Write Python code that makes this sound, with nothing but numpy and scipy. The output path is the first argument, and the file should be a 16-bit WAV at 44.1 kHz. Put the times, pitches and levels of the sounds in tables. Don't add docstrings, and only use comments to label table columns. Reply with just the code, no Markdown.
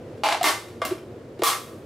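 import sys
import numpy as np
from scipy import signal
from scipy.fft import rfft, irfft
from scipy.io import wavfile
from scipy.ndimage import uniform_filter1d, minimum_filter1d

SR = 44100
rng = np.random.default_rng(int(sys.argv[2]) if len(sys.argv) > 2 else 0)


def to_wav(sig):
    pcm = np.clip(np.atleast_2d(sig), -1, 1) * 32767
    pcm = np.round(pcm).astype(np.int16)
    wavfile.write(sys.argv[1], SR, pcm.T)


def volts_from_db(level):
    exponent = np.asarray(level, float) / 20
    return 10 ** exponent


N = 81585

# pitch_hz, level_db (per Hz)
VENT_COLOUR = [(12, -77), (20, -63), (96, -7), (189, -12), (370, -4.5), (425, -14), (518, -12.5),
               (811, -21.5), (16300, -53.5)]
# pitch_hz, width_hz, level_db
FAN_TONES = [(106.5, 46, -49.5), (226, 10, -55.5), (343, 47, -51), (477.6, 190, -45)]
# pitch_hz, side_level_db
VENT_WIDTH = [(60, -28), (110, -27), (200, -16.5), (380, -22.5), (700, -9.5), (1290, -6), (2380, -6),
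              (4400, -5), (8120, -3), (15000, -10)]
# pitch_hz, level_db
MIC_RESPONSE = [(20, -14), (45, 2), (70, 2), (9000, 0.5), (14000, -1.5)]

# pitch_hz, level_db (per Hz)
DULL_CRACK = [(150, -40), (300, -19), (600, 1.5), (1300, 0), (4700, -7.5), (5600, -13), (11000, -21.5),
              (16000, -36)]
BRIGHT_CRACK = [(150, -43), (330, -19), (600, -4.5), (1200, -2.5), (4000, -2), (7000, -4), (12600, -3.5),
                (16000, -7.5)]

# start_s, crack_level_db, ring_level_db, brightness (0-1), pitch_factor
LID_SEATS = [
    (.175, -52, -63, 0.24, 0.71),
    (.2350, -7, -11.5, 0.09, 0.95),
    (.2445, -29, -17, 0.6, 1.02),
    (.2615, -24, -21, 0.6, 0.99),
    (.2860, -6, -15, 0.04, .98),
    (.3235, -12.5, -21.5, 0.05, 0.78),
    (.3450, -21, -26.5, 0, .9),
]
# start_s, crack_level_db, ring_level_db, brightness (0-1), pitch_factor
RIM_CLICKS = [
    (.4298, -18.5, -21, .9, 1.8),
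    (.4405, -2, -4, 0.44, 1.0),
    (.4500, -9.5, -12, 0.81, 1.02),
    (.6835, -42, -60, 0.48, 1.9),
    (.8503, -22, -25, 0.92, 0.661),
    (.9800, -52, -43, 0.29, 1.3),
    (1.2470, -76, -70, 0.65, 1.1),
    (1.3480, -74, -73, .3, 1.1),
    (1.3910, -43, -58, 0.28, 1.0),
    (1.6800, -44, -57, 0.48, 0.89),
]
# start_s, crack_level_db, ring_level_db, brightness, pitch_factor
LATCH_CATCHES = [
    (.8170, -26.5, -12.5, -0.1, 1.0),
    (.8385, -53, -25, -0.27, 0.92),
]
# start_s, crack_level_db, ring_level_db, brightness (0-1), pitch_factor
LATCH_LOCKS = [
    (1.4345, -1, -2.5, 0.93, 1.0),
    (1.5000, -17, -27, 0.52, 1.02),
    (1.5300, -25.5, -27, .6, 1.14),
]
# start_s, level_db, pitch_hz, rise_s, crack_level_db
BOWL_KNOCKS = [
    (.4108, -11, 711, 0.0054, -24.5),
    (0.8178, -20.5, 504, 0.0047, -25),
    (0.9066, -15, 361.2, 0.017, -30),
    (.9470, -27.5, 365.3, 0.0091, -68),
    (1.3942, -23.5, 380, 0.0009, -44.5),
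    (1.4184, -11.5, 360.7, 0.012, -34),
    (1.4200, -17.5, 640, 0.0017, -20.5),
    (1.4240, -7.5, 469, 0.0074, -53),
]

# pitch_hz, level_db, t60_s
LID_MODES = [(515, -0.5, 0.018), (700, -0.5, 0.05), (872, 4, 0.061), (853, 0, 0.081), (925, -7.5, 0.062),
             (1062, 0.5, 0.058), (1100, -16, .04), (1600, -8, 0.022), (2040, -5, 0.023),
             (2470, -0.5, 0.022), (3070, 4, .012), (4770, -1, 0.019), (6100, -16, 0.033)]
RIM_MODES = [(385, 1.5, 0.024), (640, -5.5, 0.022), (1002, -5.5, 0.033), (1124, -1.5, 0.065),
             (1370, -8.5, 0.026), (1858, -3.5, 0.041), (2060, -3, 0.041), (2342, -1, 0.027),
             (3266, -1.5, 0.012), (4147, -1, 0.018)]
LATCH_MODES = [(663, -4, 0.064), (990, -26, 0.043), (1147, -0.5, 0.059), (1470, -12, 0.039),
               (1870, -22.5, 0.038), (2097, -15.5, 0.082), (2710, -25, 0.013), (3430, -13, 0.011)]
LOCKED_MODES = [(702, -11.5, 0.084), (847, -6, 0.034), (1047, -2, 0.045), (1151.4, 1, 0.065),
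                (1222, -8.5, 0.049), (1502, -16, 0.045), (1674, -21, 0.026), (1852, -6, 0.076),
                (3390, -1.5, 0.0092), (4330, -14, 0.0086)]

# pitch_hz, t60_s
ROOM_DECAY = [(250, 0.37), (700, 0.27), (1500, 0.28), (4000, 0.28), (9000, 0.29), (13000, 0.24),
              (16000, 0.17)]
# pitch_hz, side_level_db
ROOM_WIDTH = [(200, -40), (500, -15), (1500, -8.5), (5000, -9.5), (9000, -8), (13000, -15), (15000, -19)]


def evened(x):
    return x / np.sqrt(np.mean(x ** 2) + 1e-20)


def read(points, hz):
    f, value = np.transpose(points)
    return np.interp(np.log(hz + 1), np.log(f + 1), value)


def add(mix, start_s, sound):
    part = mix[round(start_s * SR):][:len(sound)]
    part += sound[:len(part)]


def coloured(x, *tables):
    hz = np.fft.rfftfreq(len(x), 1 / SR)
    level_db = sum(read(table, hz) for table in tables)
    return irfft(rfft(x) * volts_from_db(level_db), len(x))


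def ventilation():
    level_db, swell_db = -42.5, 0.7
    hz = np.fft.rfftfreq(N, 1 / SR)
    pair = []
    for noise in rng.standard_normal((2, N)):
        air = volts_from_db(level_db) * evened(coloured(noise, VENT_COLOUR, MIC_RESPONSE))
        for pitch_hz, width_hz, tone_db in FAN_TONES:
            resonance = 1 / (1 + (2 * (hz - pitch_hz) / width_hz) ** 2)
            tone = irfft(rfft(rng.standard_normal(N)) * resonance, N)
            air = air + volts_from_db(tone_db) * evened(tone)
        pair.append(air)
    drift = uniform_filter1d(rng.standard_normal(N), size=5000)
    swell = evened(uniform_filter1d(drift, size=5000))
    return volts_from_db(swell_db * swell) * np.array([pair[0], coloured(pair[1], VENT_WIDTH)])


def crack(level_db, brightness):
    t60_s, rise_s = 0.033, 0.0009
    t, hz = np.arange(2048) / SR, np.fft.rfftfreq(2048, 1 / SR)
    share = np.clip(brightness, -1, 1)
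    colour = volts_from_db((1 - share) * read(DULL_CRACK, hz) + share * read(BRIGHT_CRACK, hz))
    shape = volts_from_db(-60 * t / t60_s) * np.minimum(t / rise_s, 1)
    burst = shape * rng.standard_normal(2048)
    for _ in range(6):
        z = rfft(burst)
        flat = irfft(colour * z / (abs(z) + 1e-12))
        burst = shape * flat / np.sqrt(uniform_filter1d(flat ** 2, size=48) + 1e-20)
    return volts_from_db(level_db) * burst


def ring(modes, level_db, pitch_factor):
    spread_db, detune_share, rise_s = 2.0, 0.005, 0.0011
    t = np.arange(5000) / SR
    hz, mode_db, t60_s = np.transpose(modes)[:, :, None]
    spot, detune = rng.standard_normal((2, len(modes), 1))
    hz = hz * pitch_factor * (1 + detune_share * detune)
    fading = volts_from_db(level_db + mode_db + spread_db * spot - 60 * t / t60_s)
    body = (fading * np.sin(2 * np.pi * hz * t)).sum(0)
    return body * np.minimum(t / rise_s, 1)


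def touch(dry, send, row, modes, muffled_db=0):
    ring_send_db = -3.5
    start_s, crack_db, ring_db, brightness, pitch_factor = row
    tick = crack(crack_db, brightness)
    body = ring(modes, ring_db, pitch_factor)
    add(dry, start_s, tick)
    add(dry, start_s, body)
    add(send, start_s, volts_from_db(muffled_db) * tick)
    add(send, start_s, volts_from_db(muffled_db + ring_send_db) * body)


def seat_lid(dry, send):
    for i, row in enumerate(LID_SEATS):
        touch(dry, send, row, LID_MODES, muffled_db=-5.0 if i > 1 else 0)


def room(send):
    level_db, build_s = 2, 0.0017
    late_t60_s, late_db = 0.77, -24
    taps = np.zeros((2, SR))
    at = np.arange(40, SR - 12, 12) + rng.integers(0, 12, (2, (SR - 41) // 12))
    np.put_along_axis(taps, at, rng.choice([-1., 1.], at.shape), 1)
    hz, t, z = signal.stft(taps, SR, nperseg=256)
    early = volts_from_db(-60 * t / read(ROOM_DECAY, hz)[:, None])
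    late = volts_from_db(late_db - 60 * t / late_t60_s)
    tail = signal.istft(z * (early + late), SR, nperseg=256)[1][:, :SR]
    tail = tail * (1 - np.exp(-np.arange(SR) / SR / build_s))
    tail = tail / np.linalg.norm(tail[0])
    mid, side = signal.fftconvolve(send[None], tail, axes=1)[:, :N]
    return volts_from_db(level_db) * np.array([mid, coloured(side, ROOM_WIDTH)])


def knock_bowl(dry, send):
    t60_s, overtone_ratio, overtone_db = 0.056, 1.8, -19
    room_send_db, brightness = -10.5, -0.21
    t = np.arange(5000) / SR
    for start_s, level_db, pitch_hz, rise_s, crack_db in BOWL_KNOCKS:
        tone = np.sin(2 * np.pi * pitch_hz * t)
        tone += volts_from_db(overtone_db) * np.sin(2 * np.pi * overtone_ratio * pitch_hz * t)
        swell = np.sin(np.pi / 2 * np.minimum(t / rise_s, 1))
        fading = volts_from_db(level_db - 60 * np.maximum(t - rise_s, 0) / t60_s)
        knock = tone * swell * fading
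        tick = crack(crack_db, brightness)
        add(dry, start_s, knock)
        add(dry, start_s, tick)
        add(send, start_s, volts_from_db(room_send_db) * knock)
        add(send, start_s, tick)


def turn_rim(dry, send):
    for row in RIM_CLICKS:
        touch(dry, send, row, RIM_MODES)


def catch_latch(dry, send):
    for row in LATCH_CATCHES:
        touch(dry, send, row, LATCH_MODES)


def push_hand(dry):
    start_s, level_db, length_s = 1.4240, -33.5, 0.005
    add(dry, start_s, volts_from_db(level_db) * np.hanning(int(length_s * SR)))


def lock_latch(dry, send):
    for row in LATCH_LOCKS:
        touch(dry, send, row, LOCKED_MODES)


def scene():
    dry, send = np.zeros((2, N))
    seat_lid(dry, send)
    turn_rim(dry, send)
    catch_latch(dry, send)
    lock_latch(dry, send)
    knock_bowl(dry, send)
    small = signal.butter(4, 270, "high", fs=SR, output="sos")
    dry, send = signal.sosfilt(small, [dry, send])
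    push_hand(dry)
    mid, side = room(send) + ventilation()
    return np.array([mid + dry + side, mid + dry - side])


def limiter(x):
    threshold_db, recover_db_per_s = -14.5, 304
    slow_duck_db, slow_db_per_s = 3.5, 3
    ahead, sense = int(0.0025 * SR), int(0.0008 * SR)
    power = uniform_filter1d((x ** 2).mean(0), sense)
    power_db = 10 * np.log10(abs(power) + 1e-12)
    power_db = -minimum_filter1d(-power_db, 2 * ahead + 1)
    fall = np.arange(N) * recover_db_per_s / SR
    peak_db = np.maximum.accumulate(power_db + fall) - fall
    over_db = np.maximum(peak_db - threshold_db, 0)
    sink = np.arange(N) * slow_db_per_s / SR
    slow_db = np.maximum.accumulate(np.minimum(over_db, slow_duck_db) + sink) - sink
    cut_db = np.maximum(over_db, slow_db)
    return x / volts_from_db(uniform_filter1d(cut_db, ahead))


def low_pass(x):
    return signal.sosfilt(signal.butter(12, 16460, fs=SR, output="sos"), x)


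def record(dry):
    held = limiter(dry)
    band_limit = signal.firwin(255, 15700, fs=SR)
    mix = signal.oaconvolve(held, band_limit[None], "same")
    return low_pass(mix)


dry = scene()
out = record(dry)
to_wav(out)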